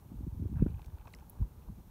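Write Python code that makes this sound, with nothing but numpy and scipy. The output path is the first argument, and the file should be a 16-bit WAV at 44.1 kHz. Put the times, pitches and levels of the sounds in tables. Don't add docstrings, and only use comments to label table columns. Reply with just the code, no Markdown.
import sys
import numpy as np
from scipy import signal
from scipy.io import wavfile

SR = 44100
rng = np.random.default_rng(int(sys.argv[2]) if len(sys.argv) > 2 else 0)


def ratio_of_db(decibels):
    return 10 ** (np.asarray(decibels, float) / 20)


def wav_record(signal):
    frames = np.transpose(np.atleast_2d(signal))
    bounded = np.clip(frames, -1, 1)
    quanta = np.round(bounded * 32767).astype(np.int16)
    wavfile.write(sys.argv[1], SR, quanta)


N = 83790


def rms_one(x):
    return x / np.sqrt(np.mean(x ** 2) + 1e-20)


def drift(rate_hz):
    pole = np.exp(-2 * np.pi * rate_hz * 40 / SR)
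    settle = 2000
    white = rng.standard_normal(N // 40 + settle + 2)
    slow = rms_one(signal.lfilter([1], [1, -2 * pole, pole * pole], white)[settle:])
    return np.interp(np.arange(N) / 40, np.arange(len(slow)), slow)


def banded_noise(spectrum, patchy_db, flutter_hz):
    hz, db = np.transpose(spectrum)
    edges_hz = 24 * 2 ** np.arange(0, 9.6, 1 / 3)
    together = drift(flutter_hz)
    white = rng.standard_normal((2, N + SR // 4))
    out = 0
    for k, (low, high) in enumerate(zip(edges_hz, edges_hz[1:])):
        mid = np.sqrt(low * high)
        if hz[0] / 1.1 < mid < hz[-1] * 1.1:
            sos = signal.butter(2, [low, high], "band", fs=SR, output="sos")
            band = signal.sosfilt(sos, white[k % 2])[-N:]
            flicker_db = patchy_db * (0.5 * together + 0.35 * drift(flutter_hz))
            out = out + band * ratio_of_db(np.interp(np.log(mid), np.log(hz), db) + flicker_db)
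    return rms_one(out)


def steep_cut(x, cut_hz=15720):
    return signal.sosfilt(signal.ellip(12, .3, 70, cut_hz, fs=SR, output="sos"), x)


def add(out, s, sound):
    i = int(s * SR)
    out[i:i + len(sound)] += sound[:N - i]


# (time [s], level [dB])
CHURN_LEVEL = [(0, -55), (.15, -47), (.3, -55), (.42, -39.5), (.56, -46.5), (.63, -35.5), (.72, -44.5),
               (.8, -60.5), (1.2, -56), (1.36, -57), (1.42, -41), (1.49, -55), (1.661, -56.5), (1.702, -48),
               (1.76, -59), (1.9, -51.5)]
# (frequency [Hz], level [dB])
CHURN_SPECTRUM = [(30, -12), (55, 1.5), (100, 5), (200, -3), (400, -21.5), (600, -46)]


def churn():
    s, db = np.transpose(CHURN_LEVEL)
    level_db = -3 + np.interp(np.arange(N) / SR, s, db)
    return ratio_of_db(level_db) * banded_noise(CHURN_SPECTRUM, patchy_db=1.5, flutter_hz=11.0)


# (frequency [Hz], density [dB per Hz])
HUSH_SPECTRUM = [(28, -8.5), (55, 0), (150, -19.5), (320, -20), (680, -30), (930, -24), (1400, -41),
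                 (1800, -56.5)]


def hush():
    return ratio_of_db(-55.5) * banded_noise(HUSH_SPECTRUM, patchy_db=3.5, flutter_hz=21.0)


# (frequency [Hz], width [Hz], level [dB])
HISS_DIPS = [(1850, 270, -4), (4880, 850, -5), (7600, 1400, -4), (10470, 640, -10)]


def dips(x):
    for hz, width_hz, db in HISS_DIPS:
        x = x - (1 - ratio_of_db(db)) * signal.lfilter(*signal.iirpeak(hz, hz / width_hz, fs=SR), x)
    return x


# (frequency [Hz], density [dB per Hz])
HISS_SPECTRUM = [(1200, -2), (1600, -3.5), (2600, -7.5), (3400, -7.5), (7400, -8), (9500, -7), (12000, -6),
                 (16800, -2)]


def hiss():
    noise = banded_noise(HISS_SPECTRUM, patchy_db=0.8, flutter_hz=53.0)
    return ratio_of_db(-71) * dips(steep_cut(noise))


def swells(rows, spread_cycles, sag_per_cycle):
    out = np.zeros(N)
    for s, db, hz in rows:
        even = np.arange(-2 * SR // hz, 2 * SR // hz) * hz / SR
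        turn = (1 - np.exp(-sag_per_cycle * even)) / sag_per_cycle
        bell = np.exp(-.5 * (even / spread_cycles) ** 2)
        add(out, s + even[0] / hz, -ratio_of_db(db) * np.sin(2 * np.pi * turn) * bell)
    return out


# (time [s], peak level [dB], frequency [Hz])
HEAVE_EVENTS = [(0.0474, -48, 57.7), (0.1338, -48, 73.5), (0.150, -42, 70), (0.170, -37, 60.5),
                (0.192, -35.5, 62), (0.2069, -38, 53.3), (0.2404, -32, 78.4), (0.2847, -32.5, 62.7),
                (0.305, -46, 64), (0.3366, -38, 63.4), (0.3777, -36, 78.4), (0.4195, -29.5, 99),
                (0.4308, -30.5, 91), (0.454, -36, 106), (0.4635, -27, 85), (0.5142, -36.5, 61),
                (0.5452, -32, 68), (0.6055, -23, 77), (0.6262, -23, 55.4), (0.6747, -29, 66),
                (0.7191, -34.5, 70.5), (0.747, -30.5, 79), (0.7818, -40, 92), (0.8243, -46.5, 58),
                (0.8738, -37.5, 67.4), (0.934, -43, 74), (0.9465, -37, 70.5), (1.0054, -41, 58.3),
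                (1.014, -42.5, 69), (1.060, -49.5, 75), (1.118, -48.5, 94), (1.154, -50.5, 54.4),
                (1.176, -47.5, 51), (1.1929, -60, 48.3), (1.252, -48.5, 62.3), (1.332, -52, 77),
                (1.4036, -29.5, 59), (1.4245, -23, 57), (1.4435, -39.5, 52.4), (1.465, -48, 62),
                (1.512, -48, 75.4), (1.582, -50, 66), (1.627, -47.5, 98), (1.6871, -40.5, 47.4),
                (1.723, -45.5, 98), (1.7345, -53, 85), (1.822, -62, 63.4), (1.856, -49.5, 70.4)]


def heaves():
    return swells(HEAVE_EVENTS, spread_cycles=0.47, sag_per_cycle=0.22)


# (time [s], peak level [dB], frequency [Hz])
BURP_EVENTS = [(0.1206, -36.5, 207), (0.1465, -39.5, 183), (0.155, -39.5, 129), (0.21, -35, 212),
               (0.231, -42.5, 207), (0.250, -44, 216), (0.27, -33.5, 247), (0.2771, -29.5, 155.5),
               (0.3335, -34, 93.5), (0.3492, -41.5, 210), (0.4004, -31, 188), (0.4074, -34.5, 122),
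               (0.4267, -32.5, 227), (0.441, -39.5, 236), (0.4579, -34, 284), (0.5005, -36, 168),
               (0.5197, -35, 175), (0.5296, -34.5, 234), (0.5563, -30.5, 143), (0.5703, -24, 102.7),
               (0.6013, -31, 154), (0.6113, -31, 191), (0.6263, -14.5, 187), (0.6337, -21.5, 125),
               (0.647, -33.5, 163), (0.6652, -21.5, 246), (0.67, -37, 140), (0.7, -44.5, 296),
               (0.705, -37, 134), (0.7672, -37.5, 100), (0.821, -45, 115), (0.888, -43, 116),
               (1.4054, -34, 128), (1.4144, -30, 118), (1.4145, -35, 183), (1.4239, -38, 135),
               (1.6985, -41, 146), (1.704, -40, 162), (1.777, -51.5, 163), (1.7856, -44, 168),
               (1.792, -48, 168)]


def burps():
    return swells(BURP_EVENTS, spread_cycles=0.45, sag_per_cycle=0.31)


def fronts():
    lead_cycles, pitch_ratio, edge_db, growth_per_db = 0.22, 1.7, -14, 0.72
    rows = []
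    for s, db, hz in BURP_EVENTS:
        front_db = db + edge_db + growth_per_db * (db + 21.5)
        rows.append((s - lead_cycles / hz, front_db, hz * pitch_ratio))
    return swells(rows, spread_cycles=0.43, sag_per_cycle=0.31)


def ring(hz, rise_cycles, t60_cycles, sag):
    turn = np.arange(int(40 * SR / hz)) * hz / SR
    shape = (1 - np.exp(-turn / rise_cycles)) * ratio_of_db(-60 * turn / t60_cycles)
    phase_cycles = turn + 2 * sag * (1 - np.exp(-turn / 2))
    return shape / shape.max() * np.sin(2 * np.pi * phase_cycles)


# (time [s], peak level [dB], frequency [Hz])
TICK_EVENTS = [(.436, -68.5, 2320), (.558, -73, 2500), (.594, -71, 2800), (.609, -64.5, 2350),
               (.619, -67, 2400), (.634, -69, 2420), (.674, -71, 2520), (.681, -64, 2300),
               (.685, -64, 2400), (.693, -68, 2490), (.703, -67, 2600), (.717, -67, 2500),
               (.706, -62.5, 3970), (.707, -74, 3200), (0.7435, -62.5, 2620), (.748, -72, 2650),
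               (.7735, -66, 2700), (.793, -63, 2200), (.796, -62, 2730), (0.8184, -57, 2530),
               (0.818, -66, 3650), (0.8448, -57.5, 2450), (.8450, -62, 4550), (.847, -62, 6000),
               (.850, -66, 5900), (.861, -60, 6100), (.862, -76, 6900), (.901, -67, 1780),
               (.902, -68, 3400), (.984, -65, 3700), (.985, -66, 2500), (0.997, -64, 2500),
               (1.012, -63.5, 2430), (1.012, -66, 3370), (1.054, -66, 4300), (1.055, -65, 5800),
               (1.0715, -58, 2600), (1.073, -61, 3600), (1.077, -62, 2300), (1.077, -69, 3700),
               (1.0805, -60, 5400), (1.090, -65, 2400), (1.105, -68, 4200), (1.1258, -61, 9000),
               (1.1311, -59, 9400), (1.1358, -52.5, 4220), (1.1367, -61, 3500), (1.1382, -53, 2740),
               (1.1392, -44.5, 2084), (1.143, -61, 2070), (1.146, -59, 8600), (1.1489, -47.5, 5470),
               (1.149, -58, 7600), (1.187, -61, 3300), (1.187, -62, 2400), (1.198, -64, 5640),
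               (1.198, -72, 2400), (1.208, -67, 2600), (1.622, -66, 2660)]


def ticks():
    out = np.zeros(N)
    snap_fade = np.exp(-np.arange(96) / 57.0)
    for s, db, hz in TICK_EVENTS:
        add(out, s, ratio_of_db(db) * ring(0.925 * hz, rise_cycles=.9, t60_cycles=22, sag=.24))
        sos = signal.butter(1, [0.28 * hz, min(2.2 * hz, .4 * SR)], "band", fs=SR, output="sos")
        snap = signal.sosfilt(sos, 2 * rng.standard_normal(96) * snap_fade)
        add(out, s, ratio_of_db(db - 11) * snap)
    return out


# (time [s], peak level [dB], frequency [Hz])
PLOP_EVENTS = [(.538, -60, 940), (.557, -60, 1570), (.570, -60, 950), (0.579, -61, 1370),
               (0.587, -56, 1190), (.594, -53.5, 1470), (0.594, -62, 1020), (0.609, -57, 990),
               (.618, -60, 1690), (.633, -64, 1510), (0.665, -53, 1460), (.664, -57, 960),
               (.666, -72, 1850), (.680, -64, 1640), (.689, -60, 1500), (.741, -60.5, 950),
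               (0.7447, -64, 2530), (.7935, -50, 854), (.881, -56, 917), (.972, -60.5, 910),
               (0.984, -63, 1460), (1.012, -69, 1460), (1.020, -65, 1410), (1.053, -61, 1020),
               (1.0563, -48, 957), (1.061, -60, 1040), (1.0735, -57, 664), (1.075, -61, 1500),
               (1.0777, -50, 1120), (1.207, -65, 1500), (1.224, -53, 890), (1.241, -64.5, 1370),
               (1.299, -70, 800), (1.425, -53.5, 966), (1.686, -58.5, 860)]


def plops():
    out = np.zeros(N)
    for s, db, hz in PLOP_EVENTS:
        add(out, s, ratio_of_db(db) * ring(hz, rise_cycles=2, t60_cycles=20, sag=0.0011))
        add(out, s, ratio_of_db(db - 8) * ring(hz * 1.15, rise_cycles=2, t60_cycles=20, sag=0.0049))
    return out


# (frequency [Hz], level [dB], t60 [s])
CRATER_BANDS = [(766, 8, 0.0055), (1120, -17, 0.006), (1490, -7, 0.016), (1608, -8, 0.03),
                (2400, -16, 0.021), (2606, -13, 0.027), (3600, -20, 0.013), (5440, -21, 0.002)]


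def crater(clicks):
    out = 0
    for hz, db, t60_s in CRATER_BANDS:
        pole, w = ratio_of_db(-60 / (t60_s * SR)), 2 * np.pi * hz / SR
        strikes = ratio_of_db(db) * rng.standard_normal(N) * clicks + 1e-18
        out = out + signal.lfilter([0, np.sin(w)], [1, -2 * pole * np.cos(w), pole * pole], strikes)
    return out


# (time [s], length [s], level [dB])
SPLATTER_RUNS = [
    (0.553, 0.091, -68.5),
    (0.664, 0.018, -71),
    (0.669, 0.051, -73.5),
    (0.744, 0.14, -76),
    (0.937, 0.26, -83),
    (1.071, 0.008, -60),
    (1.13, 0.16, -84),
    (1.37, 0.079, -77),
]


def splatter():
    drops_per_s, spread_db = 600, 3.5
    t, run = np.arange(N) / SR, np.zeros(N)
    for s, length_s, db in SPLATTER_RUNS:
        run = run + ratio_of_db(db) * np.sin(np.pi * np.clip((t - s) / length_s, 0, 1)) ** .5
    hits = rng.random(N) < drops_per_s / SR
    clicks = run * hits * ratio_of_db(spread_db * np.minimum(rng.exponential(1, N), 4))
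    for s, db, hz in TICK_EVENTS + PLOP_EVENTS:
        clicks[int(s * SR)] += ratio_of_db(min(db, -60.0) - 6.0)
    return crater(clicks)


# (time [s], peak level [dB], low edge [Hz], t60 [s])
SPIT_EVENTS = [
    (.850, -59, 5000, .008),
    (.8595, -57, 2500, .018),
    (1.2977, -55, 9500, .012),
    (1.3002, -53, 11500, .017),
]
# (time [s], peak level [dB], frequency [Hz])
CRACK_EVENTS = [
    (1.2972, -39, 11500),
    (1.2972, -41, 13300),
    (1.2972, -42, 15400),
    (1.3001, -45, 12300),
    (1.3002, -43, 14400),
]


def spits():
    out, t = np.zeros(N), np.arange(2000) / SR
    for s, db, low_hz, t60_s in SPIT_EVENTS:
        sos = signal.butter(4, [low_hz, 15600], "band", fs=SR, output="sos")
        bright = rms_one(signal.sosfilt(sos, rng.standard_normal(2000)))
        rise = (1 - np.exp(-t / .0003)) ** 2
        add(out, s, bright * rise * ratio_of_db(db - 60 * t / t60_s))
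    for s, db, hz in CRACK_EVENTS:
        add(out, s, ratio_of_db(db) * ring(hz, rise_cycles=5, t60_cycles=16, sag=0))
    return out


def scene():
    background = churn() + hush() + hiss()
    small = steep_cut(ticks() + plops() + splatter()) + spits()
    mud = heaves() + burps() + fronts() + small
    return (mud + background)[None]


def top_cut(x):
    return signal.sosfilt(signal.butter(12, 16630, fs=SR, output="sos"), x)


def record(dry):
    bass = signal.butter(3, 24, "high", fs=SR, output="sos")
    top = signal.cheby2(14, 60, 16850, fs=SR, output="sos")
    mix = signal.sosfilt(top, signal.sosfilt(bass, dry))
    return top_cut(mix)


dry = scene()
out = record(dry)
wav_record(out)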